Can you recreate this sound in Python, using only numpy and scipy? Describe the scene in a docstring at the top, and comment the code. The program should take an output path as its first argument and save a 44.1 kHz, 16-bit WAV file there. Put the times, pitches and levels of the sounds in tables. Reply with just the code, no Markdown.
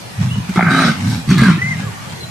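"""Two leopards clash in dry bush, some way off, over a steady hiss and a low rumble of filtered noise.
Dry grass scuffs and a low growl of slow, uneven throat pulses come first, then a short grunt and a loud
rasping snarl. A moan of faster pulses leads to a second snarl, and two more growls follow.
Paws strike with short noise bursts, thin gliding tones whistle now and then (probably birds), and
the trees scatter the voices, strikes and whistles as a short tail of fading noise."""
import sys
import numpy as np
from scipy import signal
from scipy.fft import rfft, irfft, next_fast_len
from scipy.io import wavfile
from scipy.ndimage import uniform_filter1d, map_coordinates

SR = 44100
rng = np.random.default_rng(int(sys.argv[2]) if len(sys.argv) > 2 else 0)


def generate_wav(signal):
    """Clip the signal to [-1, 1] and save it as 16-bit WAV at the path in sys.argv[1]."""
    frames = np.transpose(np.atleast_2d(signal))
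    scaled = np.clip(frames, -1, 1) * 32767
    pcm = np.round(scaled).astype(np.int16)
    wavfile.write(sys.argv[1], SR, pcm)


N = 101429  # length in samples, 2.3 s


def amp(db):
    """Turn decibels into gain."""
    return 10 ** (np.asarray(db) / 20)


def unit(x):
    """Scale a sound to an average (rms) strength of 1."""
    return x / np.sqrt(np.mean(x ** 2) + 1e-20)


def along(points, hz):
    """Read a curve of (Hz, value) points on a logarithmic frequency axis."""
    f, v = np.transpose(points)
    return np.interp(np.log(hz + 1), np.log(f + 1), v)


def clock():
    """Give the time of every sample in seconds."""
    return np.arange(N) / SR


def curves(rows):
    """Draw one value per sample for each column after the time."""
    s, *cols = np.transpose(rows)
    return [np.interp(clock(), s, c) for c in cols]


def gate(rows, fade_s=0.015):
    """Stay open from a curve's first point to its last, with a short fade outside both ends."""
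    since_start = clock() - rows[0][0]
    until_end = rows[-1][0] - clock()
    return np.clip(np.minimum(since_start, until_end) / fade_s + 1, 0, 1)


def wobble(rate):
    """Draw a smooth random curve with this many random points a second."""
    return map_coordinates(rng.standard_normal(4096), [clock() * rate], mode="wrap")


def coloured(x, spectrum):
    """Filter with the given (Hz, dB) shape, so that nothing sounds ahead of its cause."""
    m = 2 * next_fast_len(N // 2 + 8192)
    gain = amp(along(spectrum, np.fft.rfftfreq(m, 1 / SR)))
    # folding the cepstrum forward in time gives a minimum-phase filter
    cep = irfft(np.log(gain + 1e-6))
    cep[1:m // 2] *= 2
    cep[m // 2 + 1:] = 0
    response = np.exp(rfft(cep))
    return irfft(rfft(x, m) * response, m)[..., :N]


def steady(x, size=1500):
    """Even out a source's strength to about 1; size is the averaging window in samples."""
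    power = uniform_filter1d(uniform_filter1d(x ** 2, size), size)
    return x / np.sqrt(np.abs(power) + np.mean(x ** 2) / 20)


def patchy(x, depth_db=2):
    """Let the tone colour drift at random from moment to moment."""
    z = signal.stft(x, nperseg=1024)[2]
    field = uniform_filter1d(uniform_filter1d(rng.standard_normal(z.shape[-2:]), 4, 0), 7, 1)
    drifting = z * amp(depth_db * unit(field))
    return unit(signal.istft(drifting, nperseg=1024)[1][..., :N])


def resonate(x, hz, width_hz):
    """Ring one resonance whose centre may move: shift it down to 0 Hz, smooth, shift back."""
    turn = np.exp(2j * np.pi * np.cumsum(hz + np.zeros(N)) / SR)
    smooth = signal.lfilter([1], [1, -np.exp(-np.pi * width_hz / SR)], x / turn)
    return unit((smooth * turn).real)


def pulses(start, rate, rough):
    """Make one click per throat closure from the start on; roughness scatters their times and sizes."""
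    jitter, size_db = 0.3, 1  # typical scatter at roughness 1: part of a cycle, dB
    phase = np.cumsum(rate + np.zeros(N)) / SR
    phase -= np.interp(start, clock(), phase)
    cycle = np.arange(int(phase[-1]))
    scatter = (rough + np.zeros(N))[np.searchsorted(phase, cycle)]
    chance = rng.standard_normal((512, 2))[:len(cycle)]
    at = np.searchsorted(phase, cycle + jitter * scatter * chance[:, 0]).clip(0, N - 1)
    return np.bincount(at, amp(size_db * scatter * chance[:, 1]), N)


def puffs(train, leak, decay_s=0.0056):
    """Release a fading puff of air noise at each closure, over a leak of air."""
    opening = unit(signal.lfilter([1], [1, -np.exp(-1 / (decay_s * SR))], train))
    return unit((opening + leak) * rng.standard_normal(N))


def blend(train, noise, share):
    """Mix pulses and noise; share is the noise's part of the power, 0-1."""
    share = np.clip(share, 0, 1)
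    return np.sqrt(1 - share) * unit(train) + np.sqrt(share) * noise


def background(spectrum):
    """Make lasting stereo noise that is nearly the same in both ears in the bass."""
    # How alike left and right are. Each row: frequency in Hz, likeness 0-1.
    likeness = [(60, 1), (180, 0.16), (700, 0.035)]
    m = next_fast_len(N)
    turn = np.arccos(np.clip(along(likeness, np.fft.rfftfreq(m, 1 / SR)), -1, 1)) / 2
    noise = rfft(rng.standard_normal((2, m)))
    mid, side = coloured(irfft(noise * [np.cos(turn), np.sin(turn)], m), spectrum)
    return unit(np.array([mid + side, mid - side]))


def open_air(hiss_db=-33.5, rumble_db=-34.5):
    """Lay a steady hiss with a drifting colour over a low rumble, both filtered noise."""
    # Colour of the hiss. Each row: frequency in Hz, level in dB.
    hiss_colour = [(180, -81), (300, -11.5), (401, -3), (800, -3), (3040, -8.5), (12700, -21), (14000, -49)]
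    # Colour of the rumble. Each row: frequency in Hz, level in dB.
    rumble_colour = [(22, -31), (50, -20), (110, 1), (190, -4), (280, -11), (400, -22), (700, -42.5)]
    hiss = patchy(background(hiss_colour), depth_db=3.0)
    return amp(hiss_db) * hiss + amp(rumble_db) * background(rumble_colour)


def trees(x):
    """Scatter a sound from trunks and ground: a fading noise tail, different at each ear."""
    # How long the tail lasts. Each row: frequency in Hz, time to fade by 60 dB in seconds.
    fade_times = [(150, 0.19), (700, 0.46), (2000, 0.36), (10000, 0.063)]
    # Colour of the scattered sound. Each row: frequency in Hz, level in dB.
    tail_colour = [(100, -15), (300, -22.5), (700, -6), (1500, -9.5), (3000, 5), (10000, 2)]
    hz, t, z = signal.stft(rng.standard_normal((2, SR // 2)), SR, nperseg=256)
    decay = amp(-60 * t / along(fade_times, hz)[:, None])
    decay_even = decay / np.linalg.norm(decay, axis=1, keepdims=True)
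    tail = signal.istft(z * decay_even, SR, nperseg=256)[1]
    scattered = signal.fftconvolve(x[None], tail / np.linalg.norm(tail[0]), axes=1)[:, :N]
    return coloured(scattered, tail_colour)


def whistles(waver=0.0077, flutter_db=5.0):
    """Sing thin gliding tones with weak overtones; they reach the left ear late, so sit to the right."""
    # One list per whistle. Each row: time in seconds, pitch in Hz, level in dB before the partials' own.
    calls = [
        [(1.58, 1770, -48), (1.598, 1860, -36), (1.62, 1980, -31.5), (1.688, 2108, -29), (1.725, 2058, -31.5),
         (1.745, 1850, -45)],
        [(0.29, 2600, -53), (0.333, 3024, -40), (0.37, 2800, -58)],
        [(1.785, 1616, -49.5), (1.85, 1670, -49)],
        [(1.84, 1320, -48), (1.92, 920, -48.5)],
        [(2.16, 4370, -55), (2.25, 3990, -49)],
    ]
    # Level in dB of each of the first three partials, the pitch itself first.
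    partials_db = [9, -27, -17]
    left_lag_s, echo_db = 0.000093, -7
    out = np.zeros((2, N))
    for rows in calls:
        hz, db = curves(rows)
        cycles = np.cumsum(hz * (1 + waver * wobble(220))) / SR
        phase = 2 * np.pi * (cycles - hz * np.array([[left_lag_s], [0]]))
        tone = sum(amp(level) * np.sin((k + 1) * phase) for k, level in enumerate(partials_db))
        out += np.sqrt(2) * tone * amp(db + flutter_db * wobble(90)) * gate(rows)
    return out + amp(echo_db) * trees(out[1])


def scuffle(grain_db=3, level_db=-2):
    """Crackle dry stalks under the bodies: grass-coloured noise whose level jitters quickly."""
    # Loudness of the scuffling. Each row: time in seconds, level in dB before level_db is added.
    loudness = [(0.12, -68), (0.215, -27), (0.3, -40), (0.47, -40), (0.53, -31.5), (0.8, -60), (0.98, -28),
                (1.14, -29), (1.24, -40), (1.5, -60), (1.62, -34), (1.83, -32.5), (1.98, -41),
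                (2.12, -30.5), (2.2, -44)]
    # Colour of dry grass. Each row: frequency in Hz, level in dB.
    grass = [(250, -65), (500, -9.5), (800, 0.5), (1400, -0.5), (2500, -1), (3200, -9.5), (5500, -9.5),
             (9000, -17), (13000, -45)]
    level = amp(level_db + curves(loudness)[0] + grain_db * wobble(350) + 1.2 * wobble(24.6))
    return level * patchy(coloured(rng.standard_normal((2, N)), grass), depth_db=3)


def swipes(level_db=-2):
    """Strike paws and snap stalks: each is a broad swish and a short ring of dry stalks, dying away."""
    # Each row: start in seconds, level in dB before level_db is added, decay time in seconds,
    # centre of the ring in Hz.
    strikes = [(0.214, -34, 0.017, 1700), (0.493, -26, 0.0089, 2200), (0.789, -20.5, 0.0034, 3950),
               (0.856, -25, 0.004, 3900), (1.304, -21, .012, 5940), (1.38, -18, 0.011, 4120),
               (1.435, -21.5, 0.01, 4540)]
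    # Colour of the swish. Each row: frequency in Hz, level in dB.
    swish_colour = [(600, -15), (1500, 9), (3000, -8), (6000, -5), (13000, -14.5)]
    width_hz, ring_db = 880, -5  # ring's width, and its level beside the swish
    out = np.zeros(N)
    for s, db, decay_s, hz in strikes:
        noise = rng.standard_normal(N)
        ring = resonate(resonate(noise, hz, width_hz), hz, 2 * width_hz)
        burst = unit(coloured(noise, swish_colour)) + amp(ring_db) * ring
        fade = (clock() > s) * np.exp(-np.abs(clock() - s) / decay_s)
        out += amp(level_db + db) * unit(burst) * fade
    return out


def growls():
    """Growl with slow, uneven throat pulses that ring the chest behind a closed mouth."""
    # One list per growl. Each row: time in seconds, level in dB.
    calls = [
        [(0.16, -49), (0.186, -16.5), (0.216, -12), (0.366, -21), (0.388, -13.5), (0.424, -27.5), (0.47, -28)],
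        [(1.55, -19.5), (1.606, -25.5), (1.638, -19), (1.748, -23.5), (1.766, -20.5), (1.882, -23), (1.95, -39)],
        [(2.0, -47), (2.014, -36), (2.07, -31.5), (2.134, -28.5), (2.216, -59), (2.234, -28), (2.3, -36)],
    ]
    # Colour the chest gives. Each row: frequency in Hz, level in dB.
    chest_colour = [(30, -54), (55, -48), (80, -5), (115, 4.5), (190, 1.5), (250, -15.5), (320, -26.5),
                    (480, -38), (900, -74)]
    rate_hz, rough = 45.43, 0.5  # throat pulses a second, roughness 0-1
    out = np.zeros(N)
    for rows in calls:
        train = pulses(rows[0][0], rate_hz, rough)
        source = blend(train, puffs(train, leak=0.9), share=0.8)
        voice = steady(coloured(source, chest_colour), size=1100)
        out += voice * amp(curves(rows)[0]) * gate(rows)
    return out


def moan():
    """Moan with faster, more even pulses that rise and fall in pitch, air hissing past the teeth."""
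    # Loudness of the voice. Each row: time in seconds, level in dB.
    loudness = [(0.94, -30.5), (1.076, -12.5), (1.192, -21.5), (1.254, -41), (1.26, -24)]
    # Pitch of the voice. Each row: time in seconds, pitch in Hz.
    pitch = [(0.95, 88), (1.01, 98.4), (1.05, 100.6), (1.087, 122), (1.125, 112), (1.17, 86.1),
             (1.24, 75.3)]
    # Colour the chest gives. Each row: frequency in Hz, level in dB.
    chest_colour = [(45, -29), (75, -16), (100, 0), (200, -1.5), (260, -5), (340, -24), (450, -38),
                    (800, -56)]
    # Loudness of the hiss. Each row: time in seconds, level in dB.
    hiss_loudness = [(1.0, -51), (1.1, -34.5), (1.16, -36.5), (1.22, -46)]
    # Resonances at the teeth. Each row: centre in Hz, width in Hz, level in dB beside the others.
    teeth = [(1560, 72, 9), (4100, 870, 7), (5410, 100, 3), (7600, 590, -7.5)]
    rough, air_share = 0.3, 0.16  # both 0-1; air noise's part of the voice's power
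    train = pulses(loudness[0][0], curves(pitch)[0], rough)
    source = blend(train, puffs(train, leak=1.0), air_share)
    air = puffs(train, leak=2.5)
    hiss = unit(sum(amp(db) * resonate(air, hz, width) for hz, width, db in teeth))
    voice = steady(coloured(source, chest_colour)) * amp(curves(loudness)[0]) * gate(loudness)
    return voice + hiss * amp(curves(hiss_loudness)[0]) * gate(hiss_loudness)


def chest_tones():
    """Sing gliding, nearly pure cycles of the chest, fluttering unevenly with the throat."""
    # One list per glide, the first a short grunt. Each row: time in seconds, pitch in Hz, level in dB.
    glides = [
        [(0.488, 202, -28), (0.498, 189, -16), (0.51, 183, -17), (0.52, 180, -31)],
        [(0.563, 171, -36), (0.579, 188.8, -10), (0.6, 189, -26.5), (0.635, 164, -15), (0.68, 163, -15)],
        [(0.67, 262.4, -37), (0.72, 268.4, -21), (0.8, 267.8, -20.5), (0.84, 248, -21), (0.875, 231, -13.5),
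         (0.925, 222, -26)],
        [(0.82, 182, -21), (0.87, 169, -18.5), (0.905, 155, -15.5), (0.925, 149, -32.5)],
        [(1.278, 124, -29), (1.3, 138.4, -13), (1.321, 185.3, -7), (1.34, 196.2, -13), (1.36, 181.4, -15.5),
         (1.385, 139, -17.5), (1.425, 130, -13), (1.445, 123, -29)],
        [(1.405, 218.5, -33), (1.425, 218, -9), (1.455, 205.8, -17), (1.495, 180.7, -10.5),
         (1.525, 157.7, -18.5), (1.55, 160, -18.5)],
    ]
    flutter_hz, flutter_depth = 57.26, 0.33  # beat of the throat, its depth 0-1
    waver = 0.025  # pitch unsteadiness, as a part of the pitch
    below_db, above_db = -27, -22  # an octave below and above
    out = np.zeros(N)
    for rows in glides:
        hz, db = curves(rows)
        started = clock() > rows[0][0]
        phase = 2 * np.pi * np.cumsum(hz * (1 + waver * wobble(70)) * started) / SR
        beat = 2 * np.pi * flutter_hz * clock() + 1.37 * wobble(25.11)
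        flutter = 1 + flutter_depth * np.sin(beat)
        tone = np.sin(phase) + amp(above_db) * np.sin(2 * phase) + amp(below_db) * np.sin(phase / 2)
        out += unit(flutter * tone) * amp(db) * gate(rows)
    return out


def snarls(chest_db=-0.5, rasp_db=0.0, hiss_db=1.0):
    """Drive chest, open mouth and hiss at the teeth with one pulse train; cracks merge into a rasp."""
    # One list per snarl. Each row: time in seconds, then chest, mouth rasp and hiss levels in dB,
    # before chest_db, rasp_db and hiss_db are added.
    calls = [
        [(0.55, -18, -57, -43), (0.564, -19, -17.5, -34), (0.578, -12.5, -18, -43.5), (0.61, -23, -16.5, -62),
         (0.629, -11, -16, -42), (0.64, -22, -30, -45), (0.662, -18, -17.5, -61), (0.705, -15.5, -19, -32),
         (0.782, -16, -15.5, -31), (0.88, -17.5, -17.5, -29.5), (0.95, -30, -35, -45)],
        [(1.26, -32, -47, -50), (1.276, -20, -44, -45), (1.288, -19, -34, -36), (1.31, -14.5, -20, -30.5),
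         (1.37, -17, -33.5, -38.5), (1.39, -14, -22, -31.5), (1.48, -17.5, -20, -34), (1.502, -11, -19.5, -33),
         (1.56, -31, -34.5, -47), (1.58, -15.5, -44, -50)],
    ]
    # The throat, one list per snarl. Each row: time in seconds, pulse rate in Hz, roughness 0-1.
    throats = [
        [(0.558, 59.53, 0.21), (0.61, 57.96, 0), (0.635, 54.92, 0.05), (0.69, 53.87, 0.44), (0.74, 72.3, 0.58),
         (0.81, 67.8, 0.46), (0.92, 53.1, 0.3)],
        [(1.275, 62.47, .35), (1.33, 59.53, 0.44), (1.43, 67.73, 0.87), (1.57, 48.42, 0.64)],
    ]
    # Colour the chest gives, one list per snarl. Each row: frequency in Hz, level in dB.
    chest_colours = [
        [(40, -51), (123, -5.5), (172, 4), (290, -14), (350, -8.5), (800, -62)],
        [(40, -44), (91, -13.5), (188, 4), (370, -12.5), (430, -29), (800, -75)],
    ]
    # Colour the open mouth gives, one list per snarl. Each row: frequency in Hz, level in dB.
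    mouth_colours = [
        [(250, -32), (450, -17), (720, -7.5), (1020, -9), (1250, 8), (1800, -8), (2200, -1.5), (3100, -29.5),
         (7000, -100)],
        [(400, -36), (640, -22), (1250, 0.5), (1800, -6.5), (2500, -9), (3300, -29), (7000, -100)],
    ]
    # Colour of the hiss. Each row: frequency in Hz, level in dB.
    hiss_colour = [(1710, -14), (2850, 1), (3240, 0), (3820, 2.5), (4400, 1), (5400, -3), (7200, -9.5),
                   (9400, -10.5), (12000, -21), (13400, -25)]
    # Throat and mouth resonances that move with the jaw, one list per snarl. Each resonance: width in Hz,
    # then its path. Each row of a path: time in seconds, centre in Hz, level in dB.
    jaw_resonances = [
        [(134, [(0.572, 920, -31), (0.592, 786, -15), (0.63, 796, -40), (0.79, 736, -29), (0.9, 590, -31.5)]),
         (35, [(0.57, 1286, -44), (0.607, 1314, -20), (0.66, 1527, -17.5), (0.8, 1564, -19.5),
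         (0.91, 1510, -22)]), (170, [(0.7, 3800, -48), (0.79, 4000, -30.5), (0.92, 3660, -51)]),
         (400, [(0.74, 5570, -53), (0.85, 5280, -34), (0.92, 5540, -52)])],
        [(45, [(1.38, 1663, -26), (1.43, 1644, -19), (1.485, 1445, -18), (1.53, 1270, -34)]),
         (110, [(1.39, 2080, -23.5), (1.47, 2020, -34), (1.555, 2660, -35)])],
    ]
    out = np.zeros(N)
    for rows, throat, chest_colour, mouth_colour, resonances in zip(
            calls, throats, chest_colours, mouth_colours, jaw_resonances):
        low, mid, high = curves(rows)
        rate, rough = curves(throat)
        train = pulses(throat[0][0], rate, rough)
        chest_source = blend(train, puffs(train, leak=0.14), share=0.27)
        chest = steady(coloured(chest_source, chest_colour), size=800)
        # a rougher throat leaks more air and sounds noisier
        cracks = puffs(train, leak=0.4 + 5.2 * rough, decay_s=0.0028)
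        source = blend(train, cracks, share=0.81 + 0.41 * rough)
        rasp = steady(patchy(coloured(source, mouth_colour), depth_db=1.5))
        hiss = steady(patchy(coloured(puffs(train, leak=1.9), hiss_colour), depth_db=3.0))
        voice = amp(low + chest_db) * chest + amp(mid + rasp_db) * rasp + amp(high + hiss_db) * hiss
        out += gate(rows) * voice
        for width_hz, path in resonances:
            hz, db = curves(path)
            ring = resonate(resonate(source, hz, 4 * width_hz), hz, width_hz)
            out += steady(ring) * amp(db) * gate(path)
    return out


def scene():
    """Put the fight straight ahead, with its echo, the grass, the whistles and the open air."""
    voices = growls() + chest_tones() + moan() + snarls()
    strikes = swipes()
    air = open_air()
    echo = trees(voices + amp(-5.5) * strikes)
    return voices + strikes + echo + scuffle() + whistles() + air


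def record(dry):
    """Round off peaks near full scale, then remove everything from the top frequency up."""
    top_hz = 13400
    rounded = dry / (1 + np.abs(dry) ** 8) ** (1 / 8)
    m = next_fast_len(N + 4096)
    keep = np.fft.rfftfreq(m, 1 / SR) < top_hz
    return irfft(rfft(rounded, m) * keep, m)[:, :N]


dry = scene()
out = record(dry)
generate_wav(out)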